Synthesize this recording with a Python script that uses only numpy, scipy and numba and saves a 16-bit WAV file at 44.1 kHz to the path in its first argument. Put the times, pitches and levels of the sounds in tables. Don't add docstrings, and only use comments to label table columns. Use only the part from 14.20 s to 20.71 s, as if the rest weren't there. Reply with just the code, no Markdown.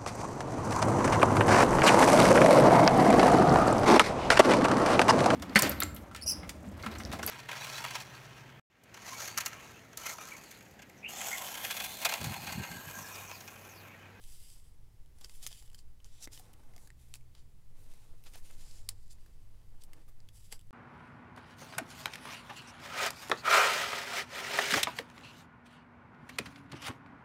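import sys
import numpy as np
from scipy import signal
from scipy.fft import rfft, irfft, next_fast_len
from scipy.io import wavfile
from scipy.ndimage import uniform_filter1d
from numba import njit

SR = 44100
rng = np.random.default_rng(int(sys.argv[2]) if len(sys.argv) > 2 else 0)


def wav_out(sig):
    wavfile.write(sys.argv[1], SR, np.round(np.clip(np.atleast_2d(sig).T, -1, 1) * 32767).astype(np.int16))


def to_linear_factor(level_db):
    exponent = np.asarray(level_db, float) / 20
    return 10 ** exponent


N = 287001
T = np.arange(N) / SR


def noise(*shape):
    return rng.standard_normal(shape or N)


def level(x, db):
    return x * to_linear_factor(db) / np.sqrt(np.mean(x ** 2))


def curves(table):
    s, *columns = np.transpose(table)
    return [np.interp(T, s, c) for c in columns]


def shape(x, gain):
    count = x.shape[-1]
    size = next_fast_len(count)
    hz = np.fft.rfftfreq(size, 1 / SR) + 0.0011
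    return irfft(rfft(x, size) * gain(hz), size)[..., :count]


def band(x, lo_hz, hi_hz, order=2):
    def gain(f):
        low_side = 1 + (lo_hz / f) ** (2 * order)
        high_side = 1 + (f / hi_hz) ** (2 * order)
        return 1 / np.sqrt(low_side * high_side)

    y = shape(x, gain)
    return y / np.sqrt(np.mean(y ** 2, axis=-1, keepdims=True))


@njit
def moving_resonance(x, hz, q):
    y, b, l = np.empty(len(x)), 0., 0.
    for i in range(len(x)):
        g = np.tan(np.pi * hz[i] / SR)
        v = (b + g * (x[i] - l)) / (1 + g * (g + 1 / q))
        b, l, y[i] = 2 * v - b, l + 2 * g * v, v / q
    return y


def walk(rate):
    hold = int(SR / rate)
    steps = np.repeat(rng.standard_normal(N // hold + 1), hold)
    return 1.33 * uniform_filter1d(uniform_filter1d(steps, hold), hold)[:N]


def strokes(table, attack_s, release_s, extra_db=0):
    start_s, length_s, from_db, to_db = np.transpose(table)[:4, :, None]
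    coarse = T[::32]
    t = coarse - start_s + attack_s / 2
    gate = np.clip(np.minimum(t / attack_s, (length_s + release_s - t) / release_s), 0, 1)
    lean_db = from_db + (to_db - from_db) * np.clip(t / length_s, 0, 1)
    return np.interp(T, coarse, np.sum(gate ** 2 * to_linear_factor(extra_db + lean_db), axis=0))


def kinds(tables, shared):
    rows = [(*row, *extra) for table, extra in zip(tables, shared) for row in table]
    return np.array(rows).T[..., None]


def add(out, s, rows):
    for k, row in zip((s * SR).astype(int), rows):
        out[k:k + len(row)] += row
    return out


# pitch_hz [Hz], level_db [dB per Hz]
HISS_COLOUR = [(88, -37), (150, -8.5), (375, -6), (464, -8), (522, -10), (1710, -18), (2000, -14),
               (2340, -17), (2680, -18), (3020, -18.5), (15800, -21.5)]
# start_s [s], level_db [dB]
DRAUGHT_GUSTS = [
    (0, -47.5),
    (2.01, -47),
    (2.75, -51),
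    (3.48, -44.5),
    (5.64, -45),
    (6.51, -47.5),
]


def room():
    hz, db = np.transpose(HISS_COLOUR)
    hiss = shape(noise(), lambda f: to_linear_factor(np.interp(np.log(f), np.log(hz), db)))
    plant_s, plant_slew_s = 2.22, 0.34
    load = 1 / (1 + np.exp((plant_s - T) / plant_slew_s))
    rumble_db, hum_db = -55 - 5.5 * load, -66.5 + 2 * load
    draught_db, = curves(DRAUGHT_GUSTS)
    draught = band(noise(), 3.8, 13.2, order=4) * to_linear_factor(draught_db)
    rumble = 1.05 * band(noise(), 9.8, 36, order=4) + 0.61 * band(noise(), 31, 53, order=3)
    hum = band(noise(), 95.7, 86.3, order=3) * to_linear_factor(hum_db - 0.5)
    return level(hiss, -74.6) + draught + rumble * to_linear_factor(rumble_db - 3.5) + hum


# start_s [s], pitch_hz [Hz], level_db [dB]
ENGINE_RUN = [
    (0, 107, -78.5),
    (.9, 111.9, -68.5),
    (2, 113.5, -75),
    (2.9, 120.7, -68),
    (3.5, 127.9, -79.5),
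    (3.95, 137, -76),
    (4, 87.55, -81),
    (4.6, 96.1, -67),
    (5.5, 100.6, -70),
    (6.51, 102, -73.5),
]


def engine():
    hz, db = curves(ENGINE_RUN)
    turn = 2 * np.pi * np.cumsum(hz * (1 + 0.014 * walk(9))) / SR
    strong = np.sin(turn) * to_linear_factor(2.9 * walk(7.7))
    octave_below = np.sin(turn / 2) * to_linear_factor(4.0 + 2.4 * walk(4.16))
    return to_linear_factor(db + 4.5) * (strong + octave_below)


def walls(x, t60_s, wet_db):
    t = T[:SR // 4]
    tail = noise(len(t)) * np.exp(-np.log(1000) * t / t60_s) * np.minimum(t / 0.0014, 1)
    return x + to_linear_factor(wet_db) * signal.fftconvolve(x, tail / np.sqrt(np.sum(tail ** 2)))[:N]


# start_s [s], length_s [s], start_level_db [dB], end_level_db [dB]
SLEEVE_BRUSHES = [(0, 0.58, -94, -87), (0.932, 0.39, -84, -79), (1.973, 0.37, -77, -68.5),
                  (2.317, 0.4, -70.5, -73), (2.78, 0.16, -80, -89), (3.537, 0.46, -75, -78),
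                  (4.036, 0.19, -67, -86), (4.215, 0.54, -71.5, -77), (4.9, 0.57, -84, -82),
                  (5.5, 0.34, -79.5, -69.5), (5.87, 0.29, -80, -88), (6.3, 0.099, -80, -78)]


def hands():
    cloth = noise() * to_linear_factor(1.83 * walk(90))
    press = strokes(SLEEVE_BRUSHES, attack_s=0.074, release_s=0.073) + to_linear_factor(-80.5)
    rustle = band(cloth, 220, 300) + 0.68 * band(cloth, 630, 740) + 0.27 * band(cloth, 820, 3000)
    brush = rustle * to_linear_factor(-5.5) * press
    knock_s, knock_hz, knock_db, knock_ms = 2.0743, 256, -38, 3
    approach_db, approach_ms = -49.5, 4.4
    before, t = np.minimum(T - knock_s, 0), np.maximum(T - knock_s, 0)
    approach = -to_linear_factor(approach_db) * (T < knock_s) * np.exp(before * 1000 / approach_ms)
    ring = np.cos(2 * np.pi * knock_hz * t)
    ring = ring + 0.74 * np.cos(2 * np.pi * 110 * t) + 0.28 * np.cos(2 * np.pi * 520 * t)
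    knock = to_linear_factor(knock_db - 5) * ring * t / (t + 0.0001) * np.exp(-t * 1000 / knock_ms)
    return brush + approach + knock


# start_s [s], peak_level_db [dB], pitch_hz [Hz]
BOARD_NUDGES = [(.985, -70, 705), (1.014, -63, 770), (1.228, -64, 700), (1.245, -61, 706),
                (1.311, -60, 690), (1.421, -66, 830), (2.011, -62, 727), (2.054, -64, 700),
                (2.197, -53.5, 750), (2.538, -64, 730), (2.564, -56, 714), (4.155, -53, 720),
                (4.306, -63, 684), (6.327, -57, 817)]


def board():
    s, db, hz = np.transpose(BOARD_NUDGES)[..., None]
    attack_ms, decay_ms = 1.3, 6.7
    t = T[:2048]
    fade = (1 - np.exp(-t * 1000 / attack_ms)) * np.exp(-t * 1000 / decay_ms)
    ring = np.sin(2 * np.pi * hz * t) * fade
    return add(np.zeros(N + SR), s[:, 0], to_linear_factor(db + 2.5) * ring)[:N]


# start_s [s], peak_level_db [dB], pitch_hz [Hz], top_octave_db [dB]
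CREASE_SNAPS = [(1.2649, -19.5, 6850, -34), (1.2685, -32, 7050, -20), (1.2718, -24.5, 5260, -5),
                (1.274, -30.5, 8220, -8), (1.5895, -43, 4720, -34), (1.8446, -39, 6400, -38),
                (2.0253, -32.5, 5900, -27), (2.0554, -39, 5860, -28), (2.074, -36, 2080, -12),
                (2.7029, -36.5, 1870, -46), (2.9394, -28.5, 7660, -21), (6.0028, -48, 4990, -32),
                (6.3924, -42.5, 7600, -7)]
BRIGHT_TICKS = [(.0382, -41.5, 8350, -13), (.0994, -48, 6750, -17), (.301, -43, 8360, -9),
                (.9847, -50, 7940, -15), (1.0448, -32.5, 4800, -34), (1.057, -46, 5210, -20),
                (1.113, -50, 7500, -17), (1.222, -44, 4500, -15), (2.121, -50, 5500, -20),
                (1.3164, -42, 4840, -19), (1.3273, -37.5, 4500, -35), (1.9714, -55, 6160, -22),
                (2.3318, -46.5, 7600, 4), (2.947, -42, 7960, -18), (4.3094, -44, 6610, 0),
                (4.5107, -47, 4300, -23), (4.6888, -15.5, 4400, -7), (4.879, -55, 4300, -13),
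                (5.6362, -37, 5250, -6)]
DULL_TICKS = [(0.398, -50, 3510, -11), (1.0103, -42, 3400, -8), (1.306, -44.5, 3150, -19),
              (1.477, -50.5, 2903, -24), (1.4994, -51, 2920, -17), (1.5152, -54, 2660, -21),
              (1.5452, -39, 3100, -19), (2.175, -41, 3040, -29), (2.5361, -52, 2100, -21),
              (2.579, -44, 2140, -20), (2.6732, -44, 1700, -4), (2.9541, -37, 2370, -5),
              (4.038, -45, 3250, -10), (4.198, -53, 1840, -11), (5.7326, -38.5, 2030, -12),
              (5.879, -58, 2450, -6), (6.0874, -43.5, 3380, -21), (6.4017, -55.5, 2950, -14),
              (6.411, -47.5, 3530, -8), (6.469, -54, 1665, 18)]
TAPPING_TICKS = [(.8594, -55.5, 2970, -17), (1.0952, -42, 4670, -31), (1.424, -44.5, 7130, -21),
                 (1.5304, -50, 7370, -8), (1.8018, -53.5, 3050, -36), (2.1953, -40, 3500, -3),
                 (2.3361, -45.5, 2900, -14), (2.4354, -57, 1520, -26), (2.5627, -42.5, 6980, -28),
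                 (3.0093, -55, 2300, -28), (3.1501, -46, 3980, -39), (3.737, -46, 4500, -13),
                 (4.136, -40.5, 2760, -10), (4.1558, -41, 1780, -7), (4.9841, -57, 1980, -22),
                 (5.0612, -48.5, 1640, -13), (6.3248, -23.5, 8250, -38)]
# page_body_db [dB], noise_t60_ms [ms], noise_db [dB], panel_ring [cycles]
TICK_TRAITS = [
    (-35, 3.4, -4.5, 3),
    (-34, 11.4, -3.5, 3.3),
    (-22, 10.6, 2, 5.4),
    (-14, 8.3, 1.5, 4.4),
]


def ticks():
    tables = CREASE_SNAPS, BRIGHT_TICKS, DULL_TICKS, TAPPING_TICKS
    s, db, hz, top_db, body_db, t60_ms, noise_db, cycles = kinds(tables, TICK_TRAITS)
    t, x = T[:2048], noise(len(s), 2048)
    fade = np.exp(-np.log(1000) * t * 1000 / np.maximum(t60_ms, 1)) * np.minimum(t / 0.00043, 1)
    fade = fade + 0.15 * fade ** 0.27
    burst = band(x, 1570, 7600) + to_linear_factor(top_db + 10.0) * band(x, 8200, 14000, order=4)
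    burst = burst + 0.13 * band(x, hz / 0.77, hz * 1.13, order=3)
    panel = np.sin(2 * np.pi * hz * t) * (4000 / hz) ** 0.14
    panel = panel * np.exp(-t * hz / cycles) * np.minimum(t / 0.00015, 1)
    snap = to_linear_factor(noise_db) * burst * fade + 1.33 * panel
    snap = snap / np.abs(snap).max(axis=1, keepdims=True)
    tap = band(x, 390, 760) * np.exp(-t / .004) * np.minimum(t / 0.00054, 1)
    rows = to_linear_factor(db - 1.5) * (snap + to_linear_factor(body_db - 3.5) * tap)
    return add(np.zeros(N + SR), s[:, 0] + .0005, rows)[:N]


def grit(spread_db, flutter_db):
    slip_size = np.minimum(rng.exponential(size=N), 2 * np.pi)
    slips = noise() * to_linear_factor(spread_db * slip_size)
    flutter = to_linear_factor(flutter_db * walk(300) + flutter_db / 2 * walk(55))
    return level(slips * flutter, 0)


# top_s [s], level_db [dB], pitch_hz [Hz], rise_ms [ms], fall_ms [ms]
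LOOSE_SCUFFS = [(.125, -56.5, 7500, 24, 32), (.32, -56.5, 8200, 50, 55), (1.226, -53, 7000, 1.6, 50),
                (1.552, -54, 11300, 3.5, 5.1), (1.588, -57, 5870, 7.7, 13), (2.031, -44.5, 6350, 13, 14),
                (2.05, -49, 6400, 9.3, 4), (2.128, -50.5, 7000, 7.4, 23.5), (2.19, -58, 9100, 9, 15),
                (2.337, -76, 8050, 3, 5.8), (2.66, -64.5, 7250, 16, 10), (2.955, -55.5, 6000, 8.1, 9.7),
                (3.6, -68, 12000, 18, 36), (4.905, -62, 5200, 7.6, 18), (4.93, -63, 8000, 13, 6),
                (5.619, -56, 5545, 6.1, 6), (5.638, -61.5, 9100, 4.5, 14.6), (6.163, -59.5, 8900, 18, 22),
                (6.245, -63, 7000, 7.3, 19)]
PRESSED_SCUFFS = [(1.013, -56.5, 5000, 2.6, 7.5), (1.046, -52.5, 5400, 6.2, 9.5),
                  (1.311, -57, 4500, 2.8, 11), (1.85, -65.5, 8000, 2.2, 23), (1.95, -63, 7460, 7, 10),
                  (3.19, -66.5, 4540, 31, 25), (4.068, -56.5, 3590, 9.1, 13), (4.152, -55, 4100, 14, 12),
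                  (4.181, -56, 7960, 7.2, 7.9), (4.31, -60.5, 1500, 9.2, 4.4), (4.715, -59, 5000, 7, 9.1),
                  (5.888, -61, 12100, 5.3, 10), (6.322, -45.5, 6860, 5.3, 13), (6.35, -55, 9000, 6.8, 10)]


def scuffs(fibres):
    page_body_db = [-17.5], [-2.5]
    s, db, hz, rise_ms, fall_ms, body_db = kinds((LOOSE_SCUFFS, PRESSED_SCUFFS), page_body_db)
    lead = 4096
    k = np.arange(3 * lead)
    ms = (k - lead) * 1000 / SR
    x = fibres[(k + (s * SR).astype(int)) % N]
    swell = 2 / (np.exp(-ms / np.maximum(rise_ms, 1)) + np.exp(ms / np.maximum(fall_ms, 1)))
    patch = band(x, hz / 1.52, hz * 1.46, order=3)
    hiss = to_linear_factor(-9.5) * band(x, 1800, 12000, order=3)
    page = to_linear_factor(body_db) * band(x, 270, 1380)
    rows = to_linear_factor(db - 6.0) * swell ** 1.4 * (patch + hiss + page)
    return add(np.zeros(N + SR), s[:, 0], rows)[lead:N + lead]


# start_s [s], sheet_pitch_hz [Hz], pocket_pitch_hz [Hz], ringing_db [dB]
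GRIPS = [(0, 3170, 7900, -7.5), (.24, 3150, 7940, 0), (.55, 3300, 7400, -6), (.97, 3250, 7550, -7.5),
         (1.2, 3270, 7400, -15), (1.29, 3180, 7400, -4), (1.33, 3020, 7300, -6), (1.43, 3050, 7640, -9),
         (1.9, 3680, 7550, -4.5), (2.09, 3240, 7060, -8), (2.165, 3400, 8100, -17), (2.6, 4400, 8000, -2),
         (2.75, 2420, 7600, -15), (2.93, 2860, 7550, -12), (3.1, 3000, 7300, -7), (3.5, 2550, 9300, -15),
         (4.05, 2810, 6900, -23), (4.21, 2860, 6850, -9), (4.329, 4500, 7100, -15),
         (4.44, 4950, 7100, -5.5), (4.67, 4740, 8000, -3), (4.8, 4850, 9600, -3), (4.96, 3020, 8100, -7),
         (5.85, 3080, 9220, -15), (6.1, 3170, 7700, -6.5), (6.3, 3100, 7930, 3)]


def sheet(x):
    s, *columns = np.transpose(GRIPS)
    current = np.maximum(np.searchsorted(s, T, "right") - 1, 0)
    low, high, ring_db = (uniform_filter1d(c[current], size=800) for c in columns)
    modes = low, 1.556 * low, high, 1.352 * high
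    plain, wobble, sharpness = .5, .01, (5., 7., 9., 11.)
    rings = 0
    for hz, q in zip(modes, sharpness):
        ring = moving_resonance(x, hz * (1 + wobble * walk(8)), q)
        rings = rings + ring * to_linear_factor(1.7 * walk(25)) * (5000 / hz) ** 0.25
    return (plain * x + to_linear_factor(ring_db) * rings) / (plain + 0.65 * to_linear_factor(ring_db))


# [dB, above 8 kHz against friction]
PAPER_STROKES = [(0, .04, -69, -66.5, 1), (0.041, 0.22, -66.5, -67, 1.5), (0.241, 0.27, -73.5, -77.5, 2),
                 (0.949, .23, -83.5, -63.5, 0), (1.201, .22, -60.5, -62.5, -4),
                 (1.435, 0.13, -68.5, -81.5, -2), (1.849, .16, -78, -65, -17), (2.128, 0.18, -58, -75, -6),
                 (2.358, 0.21, -85, -87, 1), (2.56, .1, -81, -75.5, 6), (2.78, 0.23, -72, -83, -2),
                 (3.546, 0.15, -77, -75.5, -6), (3.69, 0.32, -68, -82, -9), (4.03, 0.19, -74, -75, 1.5),
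                 (4.231, 0.14, -61.5, -69.5, -6), (4.373, 0.24, -64, -63, -11),
                 (4.637, 0.33, -76.5, -80.5, -12), (4.984, 0.65, -78, -93, -11), (5.72, .12, -77, -83, -15),
                 (6.14, 0.16, -69, -74, 0), (6.29, 0.11, -80, -81, -1)]


def slide(fibres):
    attack_s, release_s, resting_db, resting_air_db = 0.047, 0.087, -85, -90.5
    air_db = np.array(PAPER_STROKES)[:, -1:]
    friction = strokes(PAPER_STROKES, attack_s, release_s) + to_linear_factor(resting_db)
    air = strokes(PAPER_STROKES, attack_s, release_s, air_db) + to_linear_factor(resting_air_db)
    hiss = band(fibres, 1940, 7800, order=3) * friction * to_linear_factor(-1.0)
    return hiss + band(fibres, 9000, 11800, order=4) * air


def scene():
    smooth, coarse = grit(spread_db=1.6, flutter_db=1.3), grit(spread_db=2.2, flutter_db=1.4)
    paper = sheet(slide(smooth) + scuffs(coarse) + ticks())
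    near = walls(paper + hands() + board(), t60_s=0.056, wet_db=-11.5)
    return (near + room() + engine())[None]


def top_cut(x):
    return signal.sosfilt(signal.butter(12, 16540, fs=SR, output="sos"), x)


def record(dry):
    top_hz = 15850
    mix = shape(dry, lambda hz: 1 / (1 + (hz / top_hz) ** 100))
    return top_cut(mix)


dry = scene()
out = record(dry)
wav_out(out)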